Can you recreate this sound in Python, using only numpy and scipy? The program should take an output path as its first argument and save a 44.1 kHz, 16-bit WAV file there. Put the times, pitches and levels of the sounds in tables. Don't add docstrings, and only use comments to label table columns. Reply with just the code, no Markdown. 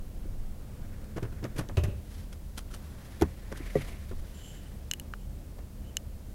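import sys
import numpy as np
from scipy import signal
from scipy.fft import rfft, irfft, next_fast_len
from scipy.io import wavfile

SR = 44100
rng = np.random.default_rng(int(sys.argv[2]) if len(sys.argv) > 2 else 0)


def generate_wav(signal):
    frames = np.transpose(np.atleast_2d(signal))
    scaled = np.clip(frames, -1, 1) * 32767
    pcm = np.round(scaled).astype(np.int16)
    wavfile.write(sys.argv[1], SR, pcm)


N = 279594
TIME = np.arange(N) / SR
HIT_TIME = np.arange(SR // 3) / SR

# multiple of the firing rate, relative level in dB.
ENGINE_ORDERS = [(1, -0.5), (1.75, -3.5), (2, -14), (3, -16), (4.75, -21)]
# centre in seconds, change in dB, half width in seconds.
ENGINE_SURGES = [(.25, 3, 0.13), (.85, -5, 0.25), (2.98, -11, 0.15)]
# frequency in Hz, relative density in dB per Hz.
TYRE_SPECTRUM = [(5, -68), (18, 6.5), (33, 0), (48, -45), (100, -6), (400, -99)]
# peak in seconds, level in dB, half width in seconds.
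SWAYS = [(.1, -49, 0.58), (.85, -39, 0.14), (1.8, -37, 0.18), (2.75, -50, 0.22), (3.9, -34.5, 0.11),
         (4.17, -31, 0.054)]
# frequency in Hz, relative density in dB per Hz.
CABIN_SPECTRUM = [(10, -7.5), (52, -5.5), (72, -0.5), (115, -8), (138, -9.5), (195, -14.5), (255, -16),
                  (420, -24), (540, -22.5), (720, -29.5), (1200, -38), (3000, -46.5), (16000, -78)]
# frequency in Hz, relative density in dB per Hz.
HISS_SPECTRUM = [(100, 13), (2000, 0), (6000, -1), (12000, -1), (16000, -1.5)]
# peak in seconds, level in dB, half width in seconds,
# brightness in dB (added to the treble, taken from the rest), centre of the swish in Hz.
SLEEVE_STROKES = [(1.2, -63.5, 1, 0, 1490), (2.16, -54.5, 0.1, 7.5, 1840), (2.92, -61.5, 0.39, 3.5, 1410),
                  (3.12, -53.5, 0.35, 3.5, 1900), (3.56, -53.5, 0.12, 1, 1920),
                  (3.81, -46.5, 0.21, 2.5, 2050), (4.35, -58, 0.56, 5.5, 1800)]
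# frequency in Hz, relative density in dB per Hz.
CLOTH_SPECTRUM = [(200, 17), (700, 8), (1400, 3.5), (2200, -6), (3200, -1), (5000, -5), (8000, -10.5),
                  (12000, -8), (16000, -45)]
# start in seconds, first contact in dB,
# second contact in dB, panel pitch factor, clatter level in dB, clatter brightness in dB per octave.
KNOCKS = [(.254, -46, -51, 0.95, -52, -14), (3.211, -26, -16, 1.0, -24.5, -1.83),
          (3.516, -39, -70, 1.35, -42, -1.5), (3.602, -35.5, -49, 0.84, -55, -8),
          (3.754, -18, -27, 1.29, -37.5, -0.6), (4.1102, -39.5, -52, 1.15, -40.5, -3.5),
          (5.583, -54, -67, 2.56, -51, -1.5)]
# frequency in Hz at pitch factor 1, relative level in dB, t60 in seconds.
PANEL_MODES = [(188.3, -14, 0.25), (253.5, -8.5, 0.14), (319, 1, 0.064), (404, 1.5, 0.059),
               (563, -11, 0.036), (912, -23.5, 0.096), (1508, -18.5, 0.056)]
# frequency in Hz at pitch factor 1,
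# relative level in dB, t60 in seconds.
BODY_MODES = [(64.6, -13, 0.71), (91.1, 0.5, 0.26), (134.5, -2, 0.076), (173, -20, 0.17)]
# frequency in Hz, relative density in dB per Hz.
CLATTER_SPECTRUM = [(60, -8.5), (250, 3.5), (550, 2), (750, -5.5), (1400, -7), (2200, -9.5), (2800, -9.5),
                    (4000, -14.5), (6500, -12.5), (9000, -18.5), (12500, -14), (16000, -47)]
# peak in seconds, level in dB, time to swell in seconds.
SCUFFS = [(1.044, -56, 0.0028), (1.585, -37.5, 0.0064), (2.33, -48.5, 0.0045), (2.581, -40, 0.0063),
          (2.714, -49.5, 0.0032), (2.743, -42.5, 0.0055), (3.575, -46.5, 0.0053), (4.093, -56, 0.0054)]
# frequency in Hz, relative density in dB per Hz.
SCUFF_SPECTRUM = [(200, 17), (800, 3), (1350, -6), (2100, 1), (3100, 1), (4500, 5.5), (8000, 1.5),
                  (12500, 1.5), (16000, -39)]
# frequency in Hz, width in Hz, relative level in dB.
SCUFF_RESONANCES = [(1330, 420, 0.5), (3170, 420, -5), (6040, 170, -6.5), (9000, 260, -7)]
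# start in seconds, strength in dB, body boom in dB,
# contact time in seconds, clatter brightness in dB per octave.
CLUNKS = [(1.161, -31.5, -33.5, 0.0045, -3.5), (1.223, -33.5, -28.5, 0.0068, -3),
          (1.32, -51, -42, 0.0014, -1.5), (1.424, -39.5, -38, 0.004, -3.5),
          (1.44, -34, -34.5, 0.00081, -2.5), (1.556, -40.5, -40, 0.011, -0.5),
          (1.584, -31, -31.5, 0.0049, -2), (1.689, -36.5, -46, .0008, -3.5),
          (1.7708, -37, -16, 0.0025, -1.5), (1.835, -40, -21.5, 0.0022, 1.5), (1.878, -39, -31.5, .003, -5)]
# start in seconds,
# ring level in dB, pitch in Hz that the contact favours, focus in dB lost per octave away from it,
# dry snap in dB, snap pitch in Hz.
CLICKS = [(1.4418, -59, 6000, 13, -35.5, 5100), (1.688, -41, 6000, 16, -40, 4600),
          (1.7707, -38.5, 6000, 4, -33, 3560), (1.8371, -39, 3500, 6, -40, 4500),
          (4.913, -17.5, 5200, 3.5, -33, 11800), (4.9362, -23.5, 2490, 7.5, -29, 10500),
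          (4.9982, -35.5, 3200, 0.5, -30, 10700), (5.1369, -23, 1600, 21, -30, 1610),
          (5.9692, -18, 5900, 4, -29.5, 11800)]
# frequency in Hz, relative level in dB,
# t60 in seconds.
SHELL_MODES = [(1710, -4, 0.006), (2930, 0, 0.018), (4110, -8, 0.01), (5250, -19, 0.024), (6340, 1, 0.0067),
               (7490, 2.5, 0.0051), (11670, -7, 0.0055), (12900, -16, 0.0034)]
# start in seconds, level in dB, t60 in seconds.
JANGLES = [(1.584, -46, .08), (1.77, -28.5, 0.16), (1.834, -35.5, 0.14), (1.877, -47, 0.5)]
# frequency in Hz, width in Hz, relative level in dB.
CATCH_RESONANCES = [(388, 61, 16.5), (596, 16, 20), (1470, 50, -15), (2690, 280, 0.5), (6370, 130, -12)]
# peak in seconds, level in dB, half width in seconds.
RUBS = [(4.365, -64, .04), (4.48, -59.5, 0.15), (4.66, -69, 0.047), (5.21, -68.5, .04), (5.88, -66.5, .05)]
# frequency in Hz, width in Hz, relative level in dB.
RUBBED_RESONANCES = [(3005, 160, 1.5), (6380, 220, -3), (7340, 230, 7), (11200, 320, -4)]

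IN_GEAR_HZ, IDLE_HZ, FLARE_HZ = 36.6, 39.83, 4.4
UNLOAD_S, FLARE_RISE_S, SETTLE_S = 1.58, 0.2032, 1.7
ENGINE_DB = -46
DRONE_SAG_DB_PER_S, SAG_FROM_S = -1.14, 5.1
PUMP_HZ, PUMP_DB, LOAD_HZ, LOAD_DB = 200.7, -59.5, 9.2, 6
LOAD_S, LOAD_WIDTH_S = 1.2, 0.65
STOP_S, ROLL_DB, STANDING_DB = 3.3, -40.5, -55.5
SWISH_STRAY = 0.06
BOUNCE_S = 0.0092
KNOCK_CONTACT_S, KNOCK_T60_S = 0.0027, 0.088
TOUCH_BOOM_DB, TOUCH_BOOM_PITCH, WEIGHT_BOOM_DB, WEIGHT_BOOM_PITCH = -8.5, 1.6, -6, 0.87
DASH_HZ, DASH_DB = 1290, -3.5
CONSOLE_HZ, CONSOLE_DB = 1810, -3.5
HOLLOW_Q = 1.52
SCUFF_FALL = 2.17
CLUNK_PANEL_DB, CLUNK_PITCH, CLUNK_T60_S = -2, 0.95, 0.1
HEAVY_DB, HEAVY_PITCH, BOOM_OCTAVES_PER_DB = -16, 0.94, 0.03
SNAP_HZ = 5000
FIRM_DB = -60
EDGE_HZ = 15900


def amp(db):
    return 10 ** (np.asarray(db) / 20)


def unit(x):
    return x / np.sqrt(np.mean(x ** 2) + 1e-20)


def add(mix, s, sound):
    part = mix[max(round(s * SR), 0):][:len(sound)]
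    part += sound[:len(part)]


def noise(spectrum, size=N, tilt_db=0):
    octave = np.log2(np.fft.rfftfreq(size, 1 / SR) + 1)
    hz, db = np.transpose(spectrum)
    colour = amp(np.interp(octave, np.log2(hz), db) + tilt_db * octave)
    return unit(irfft(rfft(rng.standard_normal(size)) * colour, size))


def wander(hz, size=N):
    step = 16
    count = next_fast_len(size // step + 2)
    f = np.fft.rfftfreq(count, step / SR)
    slow = unit(irfft(rfft(rng.standard_normal(count)) / (1 + (f / hz) ** 4), count))
    return np.interp(np.arange(size) / step, np.arange(count), slow)


def swell(s, width):
    return np.exp(-np.minimum(((TIME - s) / width) ** 2, 20))


def swells(rows):
    return np.sqrt(sum((amp(db) * swell(s, width)) ** 2 for s, db, width in rows))


def onset(t, rise):
    return 1 - np.exp(-(t / rise) ** 2)


def ring(modes, t, pitch=1):
    out = 0
    for k, (hz, db, t60) in enumerate(modes):
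        out = out + (-1) ** k * amp(db - 60 * t / t60) * np.sin(2 * np.pi * hz * pitch * t)
    return out


def resonate(x, hz, width):
    turn = np.exp(2j * np.pi * np.cumsum(hz * np.ones(N)) / SR)
    r = np.exp(-np.pi * width / SR)
    return 2 * (turn * signal.lfilter([1 - r], [1, -r], x / turn)).real


def sing(resonances):
    return unit(sum(amp(db) * resonate(rng.standard_normal(N), hz, width) for hz, width, db in resonances))


def sag_db():
    return DRONE_SAG_DB_PER_S * np.maximum(TIME - SAG_FROM_S, 0)


def engine(uneven_db=3.0, drift=0.016):
    free = np.maximum(TIME - UNLOAD_S, 0)
    gain_hz = IDLE_HZ - IN_GEAR_HZ + FLARE_HZ * np.exp(-free / SETTLE_S)
    hz = IN_GEAR_HZ + onset(free, FLARE_RISE_S) * gain_hz
    db = ENGINE_DB + sum(change_db * swell(s, width) for s, change_db, width in ENGINE_SURGES) + sag_db()
    turns = np.cumsum(hz * (1 + drift * wander(5.05))) / SR
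    note = np.zeros(N)
    for k, level in ENGINE_ORDERS:
        strength = np.sqrt(2) * amp(level + uneven_db * wander(5.1))
        note += strength * np.sin(2 * np.pi * (k * turns + rng.random()))
    return amp(db) * note


def pump(uneven_db=3, drift=0.01965):
    load = swell(LOAD_S, LOAD_WIDTH_S)
    turns = np.cumsum((PUMP_HZ + LOAD_HZ * load) * (1 + drift * wander(11.14))) / SR
    level = amp(PUMP_DB + LOAD_DB * load + uneven_db * wander(4.1))
    return level * np.sqrt(2) * np.sin(2 * np.pi * turns)


def tyres():
    speed = np.maximum(1 - TIME / STOP_S, 0)
    strength = np.sqrt((amp(ROLL_DB) * speed) ** 2 + amp(STANDING_DB) ** 2 + swells(SWAYS) ** 2)
    return strength * noise(TYRE_SPECTRUM)


def cabin(level_db=-45.0, swell_db=1):
    return amp(level_db + sag_db() + swell_db * wander(3.8)) * noise(CABIN_SPECTRUM)


def hiss(level_db=-60.0):
    return amp(level_db) * noise(HISS_SPECTRUM)


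def rustle(grain_db=2, swish_db=-5, swish_width_hz=950, patchy_db=2.0, fibres_db=-1):
    fibres = amp(fibres_db) * noise(CLOTH_SPECTRUM)
    dull = signal.sosfilt(signal.butter(1, 3500, fs=SR, output="sos"), fibres)
    peak_s, *_, stroke_hz = np.transpose(SLEEVE_STROKES)
    centre_hz = np.interp(TIME, peak_s, stroke_hz) * (1 + SWISH_STRAY * wander(16))
    once = resonate(rng.standard_normal(N), centre_hz, swish_width_hz)
    swish = unit(resonate(once, centre_hz, swish_width_hz))
    body = dull + amp(swish_db + patchy_db * wander(16)) * swish
    low = swells([(s, db - bright_db, width) for s, db, width, bright_db, _ in SLEEVE_STROKES])
    high = swells([(s, db + bright_db, width) for s, db, width, bright_db, _ in SLEEVE_STROKES])
    return amp(grain_db * wander(39)) * (low * body + high * (fibres - dull))


def panel(pitch, rise=0.00043):
    return ring(PANEL_MODES, HIT_TIME, pitch) * onset(HIT_TIME, rise)


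def boom(pitch, rise=0.0034):
    return ring(BODY_MODES, HIT_TIME, pitch) * onset(HIT_TIME, rise)


def clatter(rise, t60, tilt_db, grain_db=3.5, split_hz=2300, low_lag=0.0047, treble_life=0.68):
    t = HIT_TIME
    grain = amp(grain_db * wander(160, size=len(t)))
    loose = noise(CLATTER_SPECTRUM, size=len(t), tilt_db=tilt_db) * grain
    dull = signal.sosfiltfilt(signal.butter(2, split_hz, fs=SR, output="sos"), loose)
    lows = dull * onset(t, rise + low_lag) * amp(-60 * (t - rise - low_lag) / t60)
    highs = (loose - dull) * onset(t, rise) * amp(-60 * (t - rise) / (t60 * treble_life))
    return lows + highs


def hollow(x, hz, db):
    return x + amp(db) * signal.lfilter(*signal.iirpeak(hz, HOLLOW_Q, fs=SR), x)


def knocks():
    out = np.zeros(N)
    for s, first_db, second_db, pitch, clatter_db, tilt_db in KNOCKS:
        touch = panel(pitch) + amp(TOUCH_BOOM_DB) * boom(TOUCH_BOOM_PITCH, rise=0.002)
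        weight = panel(pitch, rise=0.00079) + amp(WEIGHT_BOOM_DB) * boom(WEIGHT_BOOM_PITCH)
        rattle = hollow(clatter(KNOCK_CONTACT_S, KNOCK_T60_S, tilt_db), DASH_HZ, DASH_DB)
        add(out, s, amp(first_db) * touch + amp(clatter_db) * rattle)
        add(out, s + BOUNCE_S / pitch, amp(second_db) * weight)
    return out


def scuffs(grain_db=3, dry_db=-2, ring_db=-4):
    stroke = np.zeros(N)
    for s, db, rise in SCUFFS:
        stroke += amp(db) * np.exp(-np.maximum(s - TIME, (TIME - s) / SCUFF_FALL) / rise)
    friction = amp(dry_db) * noise(SCUFF_SPECTRUM) + amp(ring_db) * sing(SCUFF_RESONANCES)
    return stroke * amp(grain_db * wander(190)) * friction


def lever(drag=5):
    out = np.zeros(N)
    for s, db, boom_db, contact, tilt_db in CLUNKS:
        rattle = clatter(contact, CLUNK_T60_S + drag * contact, tilt_db)
        console = amp(CLUNK_PANEL_DB) * panel(CLUNK_PITCH) + hollow(rattle, CONSOLE_HZ, CONSOLE_DB)
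        boom_pitch = HEAVY_PITCH * 2 ** (BOOM_OCTAVES_PER_DB * (HEAVY_DB - boom_db))
        add(out, s, amp(db) * console + amp(boom_db) * boom(boom_pitch))
    return out


def clicks(rise=0.00023, snap_t60=0.0072, snap_skirt_db=-22, lowest_hz=700):
    out = np.zeros(N)
    t = np.arange(SR // 16) / SR
    for s, db, centre_hz, focus_db, snap_db, snap_hz in CLICKS:
        modes = [(hz, level - focus_db * abs(np.log2(hz / centre_hz)), t60) for hz, level, t60 in SHELL_MODES]
        colour = [(snap_hz / 10, snap_skirt_db * 2), (snap_hz / 2, snap_skirt_db / 2), (snap_hz, 0),
                  (snap_hz * 2, snap_skirt_db), (snap_hz * 10, snap_skirt_db * 2)]
        decay_s = snap_t60 * np.sqrt(SNAP_HZ / snap_hz)
        snap = amp(snap_db - 60 * t / decay_s) * noise(colour, size=len(t))
        add(out, s, amp(db) * ring(modes, t) * onset(t, rise) + snap)
    return signal.sosfilt(signal.butter(2, lowest_hz, "high", fs=SR, output="sos"), out)


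def catch(rise=0.0012):
    shake = np.zeros(N)
    t = np.arange(SR // 2) / SR
    for s, db, t60 in JANGLES:
        add(shake, s, amp(db - 60 * t / t60) * onset(t, rise))
    return shake * sing(CATCH_RESONANCES)


def finger(grain_db=2):
    force = swells(RUBS)
    upper = force / amp(FIRM_DB)
    friction = sing(RUBBED_RESONANCES[:1]) + upper * sing(RUBBED_RESONANCES[1:])
    return force * amp(grain_db * wander(60)) * friction


def scene():
    drone = engine() + pump() + tyres() + cabin() + hiss()
    handling = rustle() + knocks() + scuffs() + lever() + clicks() + catch() + finger()
    return (drone + handling)[None]


def record(dry):
    lowpass = signal.firwin(511, EDGE_HZ, window=("kaiser", 9), fs=SR)
    return signal.oaconvolve(dry, lowpass[None], "same")


dry = scene()
out = record(dry)
generate_wav(out)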